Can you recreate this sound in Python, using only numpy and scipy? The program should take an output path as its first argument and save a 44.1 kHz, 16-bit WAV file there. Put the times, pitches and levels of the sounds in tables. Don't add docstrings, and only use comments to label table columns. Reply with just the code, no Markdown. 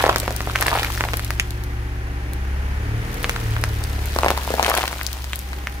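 import sys
import numpy as np
from scipy import signal
from scipy.fft import rfft, irfft, next_fast_len
from scipy.io import wavfile
from scipy.ndimage import map_coordinates

SR = 44100
rng = np.random.default_rng(int(sys.argv[2]) if len(sys.argv) > 2 else 0)


def waveform_to_disk(signal):
    frames = np.transpose(np.atleast_2d(signal))
    scaled = np.clip(frames, -1, 1) * 32767
    samples = np.round(scaled).astype(np.int16)
    wavfile.write(sys.argv[1], SR, samples)


N = 255780

# t/s, pop level/dB, pop f/Hz, pop decay/cycles, crack level/dB
BUCKLES = [(0.0396, -2, 670, 0.28, -21.5), (0.065, -5.5, 640, 0.16, -20), (0.0918, -4.5, 630, 0.25, -21),
           (0.0953, -2, 1120, 0.37, -18), (0.1603, -6.5, 1200, .11, -12.5), (0.231, -18.5, 474, .16, -36),
           (0.2792, -10, 880, 0.094, -24), (0.307, -16, 550, 0.2, -23), (0.4062, -14, 1430, .09, -33),
           (0.4734, -13, 570, 0.11, -38), (0.4979, -17.5, 1260, 0.38, -42), (0.554, -13.5, 1710, .34, -35),
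           (0.5582, -5, 1900, .18, -16.5), (0.6103, -20, 1920, .15, -11), (0.6249, -7.5, 1470, .21, -11),
           (0.6668, -13, 1470, .16, -14), (0.682, -7, 1690, 0.14, -17), (0.7293, -8.5, 940, 0.24, -34),
           (0.7526, -10, 960, .31, -31), (0.757, -13, 726, 0.49, -24), (0.8322, -15.5, 1850, .3, -20),
           (0.8473, -14, 2020, .46, -18.5), (0.976, -18, 1700, .44, -41), (1.0083, -8, 1610, 0.15, -38),
           (1.0391, -10.5, 1740, .16, -34), (1.0511, -16, 774, 0.44, -33), (1.0872, -17, 1700, 0.15, -43),
           (1.135, -14, 1580, .1, -29), (1.1401, -13, 1800, .1, -27), (1.195, -17.5, 1530, 0.17, -22.5),
           (1.3056, -14, 1710, 0.22, -15), (1.398, -5, 2400, .4, -13.5), (3.2439, -9.5, 1980, .17, -23),
           (3.295, -9.5, 2010, 0.2, -14), (3.3624, -15.5, 1470, .26, -26), (3.5654, -15.5, 1460, .31, -46),
           (3.6388, -10, 1870, 0.2, -14), (4.1626, -10, 750, .11, -21), (4.1873, -7, 1020, 0.31, -14.5),
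           (4.2331, -5, 840, .22, -25), (4.2458, -7, 850, 0.16, -20), (4.262, -3, 770, .24, -22),
           (4.2836, -7.5, 1710, .19, -19), (4.3043, -5.5, 830, .13, -12), (4.3151, -13.5, 607, .19, -30),
           (4.3757, -12.5, 970, 0.4, -19), (4.4763, -15.5, 800, 0.24, -26), (4.5042, -10, 497, 0.32, -23),
           (4.5397, -8, 560, 0.26, -25), (4.5824, -15, 766, .4, -31), (4.5956, -4, 810, 0.31, -21),
           (4.6282, -10, 1400, .09, -14.5), (4.6471, -10, 2770, 0.34, -28), (4.6634, -11.5, 1370, .14, -18),
           (4.6807, -10, 820, .24, -23), (4.6899, -10, 725, .31, -20), (4.6986, -12, 1520, .19, -13),
           (4.705, -8.5, 705, .41, -28), (4.741, -11, 1000, 0.24, -30), (4.7511, -16, 1510, .24, -13),
           (4.7755, -15, 970, 0.21, -13.5), (4.8386, -12, 910, 0.31, -31), (4.8798, -14.5, 2240, .11, -24),
           (4.9287, -19, 1340, 0.22, -28), (5.0127, -16, 1820, .27, -46), (5.243, -23, 2250, .1, -29),
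           (5.3328, -14.5, 2400, 0.2, -24), (5.5317, -21, 1610, .18, -33), (5.6714, -13.5, 1920, 0.29, -26)]
# t/s, level/dB, thinness (0-1)
SPLIT_TICKS = [(0.1834, -14.5, .2), (0.2008, -13.5, .3), (0.364, -16.5, .25), (1.171, -15, .55),
               (1.2473, -18.5, .2), (1.507, -22, .15), (1.638, -25.5, .55), (2.3343, -24, .4),
               (3.143, -22.5, .35), (3.23, -20.5, .5), (3.6136, -28, .7), (3.8392, -18, 0),
               (4.058, -21.5, .8), (5.0319, -15.5, .4), (5.0658, -16.5, .05), (5.1302, -19.5, .1),
               (5.358, -19, .9), (5.3913, -22.5, .7)]
# f/Hz, level/dB
CRACK_COLOUR = [(2000, -19), (4000, 3), (6000, -0.5), (7800, -3.5), (11000, -1.5), (15500, -6.5),
                (17000, -40)]
# t/s, left minus right level/dB
SNAP_BALANCE = [(1, -0.7), (4.3, 1), (5.1, 7), (5.6, 0.5)]


def snaps():
    pops, cracks = np.zeros((2, 2, N + SR))
    for s, level_db, thin in SPLIT_TICKS:
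        add(cracks, s, amp(level_db) * crack(np.clip(thin, 0, 1)))
    for s, pop_db, hz, life, crack_db in BUCKLES + stray_snaps(count=150):
        add(pops, s, amp(pop_db) * pop(s, hz, life, overtone_db=-5))
        thin = np.clip((crack_db - pop_db + 4.5) / 30, -.25, .9)
        add(cracks, s + 0.00022, amp(crack_db) * crack(thin))

    no_bass = signal.butter(2, 200, 'hp', fs=SR, output='sos')
    pops = signal.sosfilt(no_bass, pops[:, :N])
    cracks = filtered(cracks[:, :N], lambda hz: amp(along(CRACK_COLOUR, hz)))
    sides = np.array([[.5], [-.5]])
    cracks = amp(3 + sides * 2.5) * cracks
    balance_db, = curves(SNAP_BALANCE)
    return (pops + cracks) * amp(sides * balance_db)


# t/s, head start of the left/s
LEFT_LEAD = [(3.7, -.00009), (4.1, .00013)]


def pop(s, hz, life, overtone_db):
    t = np.arange(SR // 80) / SR
    lead = np.interp(s, *np.transpose(LEFT_LEAD)) + rng.normal(0, .00007)
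    cycles = hz * np.maximum(t + np.array([[.5], [-.5]]) * lead, 0)

    def swell(span):
        return (cycles / span) ** 2 * np.exp(-cycles / span)

    main = swell(life) * np.sin(2 * np.pi * cycles + rng.normal(0, 0.56))
    higher = swell(0.79 * life) * np.sin(2 * np.pi * cycles * rng.uniform(1.82, 3.08))
    higher = amp(overtone_db) / (1 + hz / 1500) * higher
    return burst(main + higher) * rng.choice([-1, 1])


def crack(thin):
    t = np.arange(SR // 80) / SR
    onset = 1 - np.exp(-t / .00005)
    decay = np.exp(-t / 0.00013) + 0.15 * np.exp(-t / 0.0013)
    noise = rng.standard_normal((2, len(t)))
    noise = signal.lfilter([1, -2 * thin, thin ** 2], [1, 0, 0.17 * thin], noise)
    return amp(5.4 * thin) * burst(decay * onset * noise)


STRAY_POP_DB, STRAY_CRACK_DB = 15, 9.5
STRAY_RANGE_DB = 13
STRAY_TOP_DB = -33
STRAY_CYCLES = 0.18


def stray_snaps(count):
    level_db = crumple_level()
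    share = np.cumsum(amp(.5 * level_db))
    rows = []
    for when, pop_size, pitch, crack_size in rng.random((count, 4)):
        i = np.searchsorted(share, when * share[-1])
        db = min(level_db[i], STRAY_TOP_DB)
        pop_db = db + STRAY_POP_DB - STRAY_RANGE_DB * pop_size
        crack_db = db + STRAY_CRACK_DB - STRAY_RANGE_DB * crack_size
        rows.append((i / SR, pop_db, 850 * 4.8 ** pitch, STRAY_CYCLES, crack_db))
    return rows


# f/Hz, level/dB
CREASE_COLOUR = [(150, -47), (350, -8), (750, 2.5), (1500, -1), (3000, -1.5), (7000, -13), (12000, -12.5),
                 (15600, -16), (16500, -44)]


def crumpling():
    buckles = np.zeros((2, N + SR))
    for s, pitch, size in rng.random((1500, 3)) * [N / SR, 1, 1]:
        small_pop = pop(s, 550 * 5.8 ** pitch, life=0.27, overtone_db=-3.5)
        add(buckles, s, amp(-30 * size) * small_pop)
    creases = spread(grains(rate=450, scatter_db=5.5, life=.0005, bed_db=-10), CREASE_COLOUR)
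    mix = amp(-1.5) * creases + amp(1.0) * unit_rms(buckles[:, :N])
    return amp(crumple_level()) * mix * amp([[.8], [-.8]])


# t/s, length/s, crumpling level/dB (before the crumpling is mixed)
FOLD_EVENTS = [(0, 0.022, -25.5), (0.088, 0.12, -41), (0.614, 0.18, -28), (3.25, 0.13, -46),
               (4.19, 0.12, -37), (4.64, 0.15, -27)]
FOLD_RISE_S, FOLD_FALL_S = 0.033, 0.097
CREASE_DB = -5


def crumple_level():
    t = np.arange(N) / SR
    grit_db, = curves(TREAD_LEVEL)
    power = amp(grit_db + CREASE_DB) ** 2
    for s, length, db in FOLD_EVENTS:
        before, after = np.maximum(s - t, 0), np.maximum(t - s - length, 0)
        fade = before / FOLD_RISE_S + after / FOLD_FALL_S
        power = power + (amp(db) * np.exp(-fade)) ** 2
    return 10 * np.log10(power)


# t/s, level/dB (before a small tilt to the left)
TREAD_LEVEL = [(0, -40.5), (1, -35), (1.45, -47.5), (2.4, -70), (2.9, -61), (3.1, -45), (3.3, -39.5),
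               (3.7, -42.5), (4.6, -34), (5.25, -40.5), (5.8, -47)]
# f/Hz, level/dB
GRIT_COLOUR = [(1000, -9), (2500, 2.5), (4000, 3), (6000, 0.5), (7500, -2.5), (10000, -2.5), (15500, -2),
               (16400, -36)]


def tread():
    grit_db, = curves(TREAD_LEVEL)
    crunch = grains(rate=320, scatter_db=5.5, life=.0006, bed_db=0)
    return amp(grit_db) * spread(crunch, GRIT_COLOUR) * amp([[1.5], [-1.5]])


def engine():
    speed, = curves(CRANK_SPEED)
    angle = 2 * np.pi * np.cumsum(speed) / SR
    tones = exhaust_boom(speed, angle) + body_hum(speed, angle) + belt_whine(angle)
    sound = (tones + bay_noise(angle)) * amp([[.3], [-.3]])
    lag = np.array([[.5], [-.5]]) * 0.00029
    return filtered(sound, lambda f: np.exp(-2j * np.pi * f * lag))


# t/s, speed/(turns per s)
CRANK_SPEED = [(0, 15.87), (1.8, 15.97), (2.25, 16.14), (2.7, 17.03), (2.97, 18.4), (3.18, 20.28),
               (3.28, 20.2), (3.38, 19.07), (3.48, 18.35), (3.8, 17.7), (4.15, 17.32), (4.6, 16.64),
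               (5.1, 16.32), (5.5, 16.5)]


def order_tone(order, angle):
    return np.sqrt(2) * np.sin(order * angle + rng.uniform(0, 2 * np.pi))


BOOM_MULTIPLES = (2, 3, 4, 6, 7)
BOOM_STRENGTH = [-23.5, -26.5, -23, -25.5, -29.5]
BOOM_LOAD_GAIN = [1.8, 0.9, 1, 1.4, 1]
# t/s, level/dB (before the gain above)
ENGINE_LOAD = [(0, -3), (1.2, -1), (2.3, -1), (2.85, 1.7), (3.55, 2), (4.15, 1), (4.4, -4.5), (4.8, -8),
               (5.1, -6.5), (5.8, -6.5)]
# f/Hz, width/Hz, level/dB
EXHAUST_PEAKS = [(67.3, 8.5, -1), (110.03, 7.2, -0.5)]
# f/Hz, level/dB
EXHAUST_BASE = [(35, -12), (50, -10), (55, -11), (60, -16), (76, -30), (100, -34), (140, -15)]


def exhaust_boom(speed, angle):
    load_db, = curves(ENGINE_LOAD)
    hz = np.arange(SR // 20)
    exhaust = amp(along(EXHAUST_BASE, hz)) + resonances(EXHAUST_PEAKS, hz)
    boom = 0
    for order, db, growth in zip(BOOM_MULTIPLES, BOOM_STRENGTH, BOOM_LOAD_GAIN):
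        level = amp(db + growth * load_db + 0.83 * wobble(12))
        boom = boom + level * np.interp(order * speed, hz, exhaust) * order_tone(order, angle)
    return boom


HUM_MULTIPLES = (8, 8.8, 10, 11.3, 12, 14, 16, 17.7, 18, 20, 22, 24, 26, 30)
HUM_STRENGTH = [-47.5, -48, -46.5, -50, -46, -46.5, -47, -52.5, -48, -52.5, -53.5, -49.5, -56.5, -56.5]
# f/Hz, width/Hz, level/dB (before a common cut)
BODY_PEAKS = [(140, 16, 2.5), (196, 22, -1), (287.2, 21.6, 1), (365, 16, -12), (464, 97, 1),
              (820, 123, 8.5)]


def body_hum(speed, angle):
    hz = np.arange(SR // 20)
    body = amp(-14.0) + amp(-3) * resonances(BODY_PEAKS, hz)
    hum = 0
    for order, db in zip(HUM_MULTIPLES, HUM_STRENGTH):
        level = amp(db + 1.84 * wobble(9))
        hum = hum + level * np.interp(order * speed, hz, body) * order_tone(order, angle)
    bay_db, = curves(BAY_NEARNESS)
    return hum * amp(1.24 * (bay_db - np.median(bay_db)))


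# t/s, hum level/dB, whine level/dB (before a slow wobble)
BELT_LEVEL = [(0, -54, -67), (1.2, -45.5, -60), (2.3, -46.5, -50), (2.6, -56, -50), (5.15, -54.5, -68),
              (5.5, -52, -48), (5.8, -57, -46)]
BELT_MULTIPLES = (22.7, 49)


def belt_whine(angle):
    return sum(amp(db + 1.0 * wobble(4.0)) * order_tone(order, angle)
               for order, db in zip(BELT_MULTIPLES, curves(BELT_LEVEL)))


# t/s, level/dB of its rattle (before the throb)
BAY_NEARNESS = [(0, -36), (1, -38), (2, -38), (3.15, -33.5), (4.4, -37), (5.3, -44.5), (5.5, -40.5),
                (5.8, -39.5)]
# f/Hz, level/dB
BAY_COLOUR = [(76, -51), (130, -10), (200, -17.5), (300, -13.5), (540, -19.5), (820, -16), (1080, -18.5),
              (1850, -15.5), (2900, -24.5), (3700, -30), (6500, -34), (7700, -40.5), (9500, -36.5),
              (15500, -42), (16400, -65)]


def bay_noise(angle):
    bay_db, = curves(BAY_NEARNESS)
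    throb = amp(0.54 * np.sin(2 * angle))
    rattle = amp(bay_db) * throb * spread(rng.standard_normal((2, N)), BAY_COLOUR)
    low = [(12, -20), (30, 10), (110, 16.0), (180, -23), (300, -37.0)]  # f/Hz, level/dB
    rumble = amp(bay_db - 6.5) * spread(rng.standard_normal((2, N)), low)
    return rattle + rumble


# f/Hz, time to fall by 60 dB/s
WALL_DECAY = [(200, 0.45), (800, 0.26), (2200, 0.11), (5000, 0.18), (14000, 0.085)]


def echoes(x, tail_db, underbody_db, underbody_delay):
    out = np.zeros((2, N + SR))
    step = SR // 8
    for start in range(0, N, step):
        hz, t, z = signal.stft(rng.standard_normal((3, SR // 4)), SR, nperseg=256)
        alike = np.clip(along(LIKENESS, hz), 0, 1)[:, None]
        z = np.sqrt(alike) * z[2] + np.sqrt(1 - alike) * z[:2]
        decay = amp(-60 * t / along(WALL_DECAY, hz)[:, None])
        tail = signal.istft(z * decay, SR, nperseg=256)[1]

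        t = np.arange(tail.shape[1]) / SR
        early = np.exp(-t / 0.0038) + np.exp(-((t - underbody_delay) / 0.00055) ** 2)
        tail *= (t > .001) * (1 + amp(underbody_db) * early) / np.linalg.norm(tail[0])
        wet = signal.fftconvolve(x[:, start:start + step], tail, axes=1)
        out[:, start:start + wet.shape[1]] += wet
    return amp(tail_db) * out[:, :N]


def amp(db):
    return 10 ** (np.asarray(db) / 20)


def unit_rms(x):
    return x / np.sqrt(np.mean(x ** 2) + 1e-20)


def along(points, hz):
    f, v = np.transpose(points)
    return np.interp(np.log(hz + 1), np.log(f + 1), v)


def curves(rows):
    s, *cols = np.transpose(rows)
    return [np.interp(np.arange(N) / SR, s, c) for c in cols]


def wobble(rate):
    knots = rng.standard_normal(int(N * rate / SR) + 4)
    return map_coordinates(knots, [np.arange(N) * rate / SR])


def filtered(x, response):
    m = next_fast_len(N + SR // 2)
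    return irfft(rfft(x, m) * response(np.fft.rfftfreq(m, 1 / SR)), m)[..., :N]


def resonances(table, hz):
    return sum(amp(db) / (1 + (2 * (hz - fc) / width) ** 2) for fc, width, db in table)


# f/Hz, likeness (0-1)
LIKENESS = [(100, 1), (500, 0.97), (1500, 0.3), (4000, 0.13), (12000, 0.05)]


def spread(pair, spectrum):
    def mid_side_gain(hz):
        turn = np.arccos(np.clip(along(LIKENESS, hz), -1, 1)) / 2
        return amp(along(spectrum, hz)) * np.array([np.cos(turn), np.sin(turn)])

    mid, side = filtered(pair, mid_side_gain)
    return unit_rms(np.array([mid + side, mid - side]))


def grains(rate, scatter_db, life, bed_db):
    starts = rng.random(N) < rate / SR
    sizes = starts * amp(scatter_db * np.minimum(rng.exponential(size=N), 3))
    power = signal.lfilter([1], [1, -np.exp(-2 / (life * SR))], sizes ** 2)
    return np.sqrt(power / power.mean() + amp(bed_db) ** 2) * rng.standard_normal((2, N))


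def burst(x):
    return x * np.sqrt(SR / 1000 / np.mean(np.sum(x ** 2, -1)))


def add(track, s, sound):
    start = max(round(s * SR), 0)
    track[:, start:start + sound.shape[1]] += sound


def scene():
    crush = snaps() + crumpling()
    crush_echoes = echoes(crush, tail_db=-12, underbody_db=3.5, underbody_delay=0.008)
    return crush + crush_echoes + tread() + engine()


TOP_HZ = 16800


def record(dry):
    rounded = dry / (1 + np.abs(dry) ** 6) ** (1 / 6)
    return filtered(rounded, lambda hz: hz < TOP_HZ)


dry = scene()
out = record(dry)
waveform_to_disk(out)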